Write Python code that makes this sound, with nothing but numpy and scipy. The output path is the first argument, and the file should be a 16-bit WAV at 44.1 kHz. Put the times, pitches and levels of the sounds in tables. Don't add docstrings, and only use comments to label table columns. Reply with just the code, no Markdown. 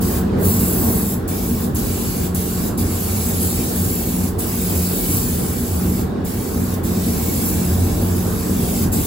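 import sys
import numpy as np
from scipy import signal
from scipy.fft import rfft, irfft, next_fast_len
from scipy.io import wavfile
from scipy.ndimage import uniform_filter1d, map_coordinates

SR = 44100
rng = np.random.default_rng(int(sys.argv[2]) if len(sys.argv) > 2 else 0)


def persist_wave(psi):
    counts = np.round(np.clip(psi, -1, 1) * 32767).astype(np.int16)
    wavfile.write(sys.argv[1], SR, np.atleast_2d(counts).T)


N = 399546

# [pull t/s, release t/s, valve opening time/s, spit on opening/dB, wash level/dB,
# bright edge re jet/dB]
TRIGGER_PULLS = [(0, 0.18, 0.015, -0.5, -35, 1), (0.352, 1.136, 0.1, 0, -39, 2.5),
                 (1.273, 1.651, .0065, 1, -35.5, 1.5), (1.7435, 2.264, 0.0065, 2.5, -34.5, -1),
                 (2.3425, 2.685, .006, 4, -35.5, -1.5), (2.771, 4.282, 0.008, 3.5, -35.5, -2),
                 (4.378, 6.016, 0.014, 3.5, -35.5, 0.5), (6.237, 6.745, 0.015, 0, -35.5, -0.5),
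                 (6.826, 8.84, 0.015, 1, -34.5, -1), (8.913, 9.100, 0.013, 2.5, -35.5, -0.5)]
# [t/s, nozzle hiss level/dB]
GUN_AIM = [(0.2, -25.5), (0.5, -21), (0.9, -22), (1.3, -26.5), (1.62, -28.5), (1.8, -25.5), (2.9, -25.5),
           (3.15, -22.5), (3.9, -23), (4.3, -26.3), (4.7, -22), (5.05, -22), (5.6, -27), (6.55, -30),
           (7.0, -26.5), (7.4, -22.5), (8.0, -28.5), (8.4, -28), (8.85, -22.5)]
# [t/s, half length/s, jet gain/dB, extra bright edge/dB]
WRIST_FLARES = [(0.47, .05, 1, 0), (3.46, 0.054, 3, 2), (3.98, 0.15, -0.5, 4.5), (5.152, 0.083, 5, -2),
                (7.476, .055, 2, 4.5)]
# [f/Hz, relative density/dB]
JET_SPECTRUM = [(1500, -36), (4000, -14.5), (6000, -9.5), (7400, -4.5), (9000, -1.6), (11500, 1),
                (13000, 0.5), (15500, 1)]
# [f/Hz, relative density/dB]
WASH_SPECTRUM = [(500, -22), (1500, -10), (2200, 3), (3000, 0.5), (4100, 2.5), (6000, 2.5), (8000, 3),
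                 (11000, -52), (15500, 0)]
# [mean extra path time/s, level re direct/dB]
NEAR_MIRRORS = [(0.0007, -17), (0.0016, -11), (0.0029, -11.5), (0.0047, -6)]
# [middle t/s, half length/s, level/dB]
CLOTH_BRUSHES = [(0.127, 0.061, -34), (0.42, 0.1, -27.5)]
# [f/Hz, relative density/dB]
CLOTH_SPECTRUM = [(150, -10), (300, 5), (480, 5.5), (700, -6), (1050, -5), (1600, -14), (2500, -23),
                  (8000, -33), (15500, -50)]
# [multiple of shaft rate, level re airflow/dB]
FAN_TONES = [(3, -6.7), (4, -17.5), (5, -22.5), (6, -21.5)]
# [t/s, boom gain/dB, fan tone gain/dB]
DUCT_SURGES = [(0.13, -10, 4), (0.65, 0, 5), (0.82, 8, -0.5), (1.16, -4, 1), (1.88, 7, 1.5), (2.42, -3, 3),
               (2.83, 9, 1.5), (3.08, 11, -4), (3.45, 8, 7), (3.86, 1.5, 6), (4.18, -3, 4.5), (4.8, 9, 7.5),
               (5.83, 12, 8), (6.76, 7.5, 5), (7.05, 0, 2.5), (7.55, -12, 4.5), (7.76, 11.5, 6.5),
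               (7.92, 5.5, -1), (8.13, 9, 6.5), (8.5, -1, 5)]
# [t/s, level/dB]
AIRFLOW = [(0, -21.5), (0.88, -21), (1.1, -24), (2.3, -24.5), (3.4, -24), (4.2, -24.5), (5.5, -24),
           (6.4, -24), (7.0, -23), (7.8, -23), (9.05, -22.5)]
# [f/Hz, relative density/dB]
RUSH_SPECTRUM = [(20, -29), (33, -18), (43, -1.5), (70, 1.1), (108, -3), (165, -2), (260, -2), (400, -5.5),
                 (560, -13.5), (1000, -20), (1250, -22.5), (1660, -24), (2100, -34), (4400, -37.5),
                 (5600, -43), (15500, -51)]
# [f/Hz, half width at -6 dB/Hz, relative level/dB]
DUCT_MODES = [(43, 2.2, -3.5), (81.8, 4.4, 4.5), (94.5, 3.3, 6.5), (123.6, 2.6, 1), (136.3, 5.7, -4.5),
              (202, 3.7, 3.5), (232, 5.2, 5), (243.4, 3.1, 2), (400, 2.4, -5.5), (450, 16.2, -7.5),
              (760, 42, -18.5), (1077, 45, -20.5)]
# [f/Hz, correlation/1]
DIFFUSE_LIKENESS = [(60, 1), (130, 0.92), (290, 0.86), (450, 0.31), (640, 0.086), (1400, 0.14),
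                    (15000, 0.17)]

# [f/Hz, correlation/1]
JET_LIKENESS = [(3000, 0.7), (9000, 0.92)]
WASH_LIKENESS = [(2000, 0.06), (12000, 0.55)]

LEFT_LEAD_S, EDGE_HZ = 0.000264, 12000
SPIT_HALF_S = 0.041
BURST_DB, BURST_HALF_S = 0.5, 0.006
SHUT_DB, SHUT_S = 1, 0.017
JET_FALL_DB_PER_S, WASH_FALL_DB_PER_S = 227, 220
WASH_BUILD_S = 0.011
WASH_DB_PER_AIM_DB = 0.73
PATH_DRIFT_S, PATH_DRIFTS_PER_S = 0.000151, 2.5
SHAFT_HZ, SURGE_HALF_S = 60.1, 0.12
SWELL_DB, SWELLS_PER_S, FLUTTER_DB, FLUTTERS_PER_S = 0.7, 6, 2.5, 14
BEAT_HZ, BEAT_DB = 182.7, -16
BOOM_HZ, BOOM_DB = 87.96, -10
TOP_HZ = 15780


def spray_gun():
    aim_db, = curves(GUN_AIM)
    flare_db = sum(db * bell(t_s, half_s) for t_s, half_s, db, _ in WRIST_FLARES)
    bright_db = sum(db * bell(t_s, half_s) for t_s, half_s, _, db in WRIST_FLARES)

    jet_flow, edge_flow, wash_flow = np.zeros((3, N))
    for pull_s, release_s, opening_s, spit_db, wash_db, edge_db in TRIGGER_PULLS:
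        open_s = pull_s + opening_s
        kick_db = spit_db * bell(open_s, SPIT_HALF_S) + BURST_DB * bell(open_s, BURST_HALF_S)
        flow = valve(pull_s, release_s, opening_s, JET_FALL_DB_PER_S) * amp(kick_db)
        jet_flow += flow
        edge_flow += flow * amp(edge_db + bright_db)
        wash_valve = valve(pull_s, release_s, opening_s + WASH_BUILD_S, WASH_FALL_DB_PER_S)
        wash_flow += wash_valve * amp(wash_db)

    flutter = wobble(220) + 0.4 * wobble(15)

    hiss = mirrored(turbulence(slope(JET_SPECTRUM), JET_LIKENESS, patchy_db=1.83))
    lead_s = LEFT_LEAD_S / 2 * np.array([[1], [-1]])
    hiss = filtered(hiss, lambda hz: np.exp(2j * np.pi * hz * lead_s))
    edge = filtered(hiss, lambda hz: 1 - 1 / (1 + (hz / EDGE_HZ) ** 10))
    body = hiss - edge
    jet = (body * jet_flow + edge * edge_flow) * amp(aim_db + flare_db + 0.37 * flutter)

    wash = mirrored(turbulence(slope(WASH_SPECTRUM), WASH_LIKENESS, patchy_db=1.8))
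    wash = walls(wash, depth_db=2.0, grain_hz=45)
    follow_db = WASH_DB_PER_AIM_DB * (aim_db - aim_db.mean())
    wash = wash * wash_flow * amp(follow_db + 0.3 * flutter + 0.29 * wobble(500))
    return jet + pan(wash, right_db=1.0)


def valve(pull_s, release_s, opening_s, fall_db_per_s):
    t_s = np.arange(N) / SR
    after_s = np.clip(t_s - release_s, 0, 1)
    opened = np.clip((t_s - pull_s) / opening_s, 0, 1) ** 2
    shut_db = SHUT_DB * (1 - np.exp(-after_s / SHUT_S))
    return opened * amp(-shut_db - fall_db_per_s * after_s)


def mirrored(x):
    out = x.copy()
    for delay_s, db in NEAR_MIRRORS:
        path_s = delay_s + PATH_DRIFT_S * wobble(PATH_DRIFTS_PER_S)
        at = np.arange(N) - SR * path_s
        out += amp(db) * np.array([map_coordinates(side, [at]) for side in x])
    return unit(out)


def overalls():
    sweep = sum(amp(db) * bell(middle_s, half_s) for middle_s, half_s, db in CLOTH_BRUSHES)
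    return sweep * turbulence(slope(CLOTH_SPECTRUM), DIFFUSE_LIKENESS, patchy_db=2)


def fan():
    flow_db, = curves(AIRFLOW)
    boom_db = flow_db + sum(db * bell(t_s, SURGE_HALF_S) for t_s, db, _ in DUCT_SURGES)
    blade_db = flow_db + sum(db * bell(t_s, SURGE_HALF_S) for t_s, _, db in DUCT_SURGES)
    blade_db = blade_db + SWELL_DB * wobble(SWELLS_PER_S)

    shaft_phase = phase(SHAFT_HZ * (1 + 0.00495 * wobble(8)))
    hum = phase(BEAT_HZ * (1 + 0.0044 * wobble(6)))
    hum = amp(flow_db + BEAT_DB) * np.sin(hum)
    for multiple, db in FAN_TONES:
        tone_db = blade_db + db + FLUTTER_DB * wobble(FLUTTERS_PER_S)
        hum += amp(tone_db) * np.sin(multiple * shaft_phase)

    boom_phase = phase(BOOM_HZ * (1 + 0.0752 * wobble(18)))
    boom_db = boom_db + BOOM_DB + 2.5 * wobble(15) + 0.58 * wobble(35)
    boom = amp(boom_db) * np.sin(boom_phase)
    return np.sqrt(2) * (pan(hum, right_db=-0.5) + pan(boom, right_db=0.5))


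def ventilation():
    flow_db, = curves(AIRFLOW)
    rush = turbulence(slope(RUSH_SPECTRUM), DIFFUSE_LIKENESS, patchy_db=1.44)
    ducts = turbulence(resonances(DUCT_MODES), DIFFUSE_LIKENESS, patchy_db=1.5)
    air = amp(flow_db + 0.64) * rush + amp(flow_db - 1.5) * ducts
    return pan(walls(air, depth_db=1.5, grain_hz=20), right_db=1.2)


def turbulence(colour, alike, patchy_db):
    z = signal.stft(rng.standard_normal((2, N)), nperseg=512)[2]
    field = uniform_filter1d(rng.standard_normal(z.shape[1:]), size=6, axis=0)
    field = uniform_filter1d(field, size=14, axis=1)
    pair = signal.istft(z * amp(patchy_db * unit(field)), nperseg=512)[1][:, :N]

    def mid_side(hz):
        turn = np.arccos(np.clip(along(alike, hz), -1, 1)) / 2
        return colour(hz) * np.array([np.cos(turn), np.sin(turn)])

    mid, side = filtered(pair, mid_side)
    return unit(np.array([mid + side, mid - side]))


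def walls(x, depth_db, grain_hz):
    knots = rng.standard_normal((2, 4096))

    def response(hz):
        ripple = np.array([np.interp(hz / grain_hz, np.arange(len(k)), k) for k in knots])
        return amp(depth_db * ripple * hz / (hz + 400))

    return filtered(x, response)


def resonances(modes):
    def response(hz):
        power = sum(amp(db) ** 2 / (1 + ((hz - centre_hz) / width_hz) ** 2) ** 2
                    for centre_hz, width_hz, db in modes)
        return np.sqrt(power)

    return response


def slope(points):
    return lambda hz: amp(along(points, hz))


def filtered(x, response):
    m = next_fast_len(N + 8192)
    return irfft(rfft(x, m) * response(np.fft.rfftfreq(m, 1 / SR)), m)[..., :N]


def pan(x, right_db):
    return x * amp(np.array([[-right_db], [right_db]]) / 2)


def phase(hz):
    return 2 * np.pi * np.cumsum(hz) / SR


def bell(middle_s, half_s):
    return np.exp(-((np.arange(N) / SR - middle_s) / half_s) ** 2)


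def wobble(rate_hz):
    knots = rng.standard_normal(int(N * rate_hz / SR) + 4)
    return map_coordinates(knots, [np.arange(N) * rate_hz / SR])


def curves(rows):
    t_s, *cols = np.transpose(rows)
    return [np.interp(np.arange(N) / SR, t_s, c) for c in cols]


def along(points, hz):
    f_hz, v = np.transpose(points)
    return np.interp(np.log(hz + 1), np.log(f_hz + 1), v)


def unit(x):
    return x / np.sqrt(np.mean(x ** 2) + 1e-20)


def amp(db):
    return 10 ** (np.asarray(db) / 20)


def scene():
    return spray_gun() + overalls() + fan() + ventilation()


def record(dry):
    return filtered(dry, lambda hz: hz < TOP_HZ)


dry = scene()
out = record(dry)
persist_wave(out)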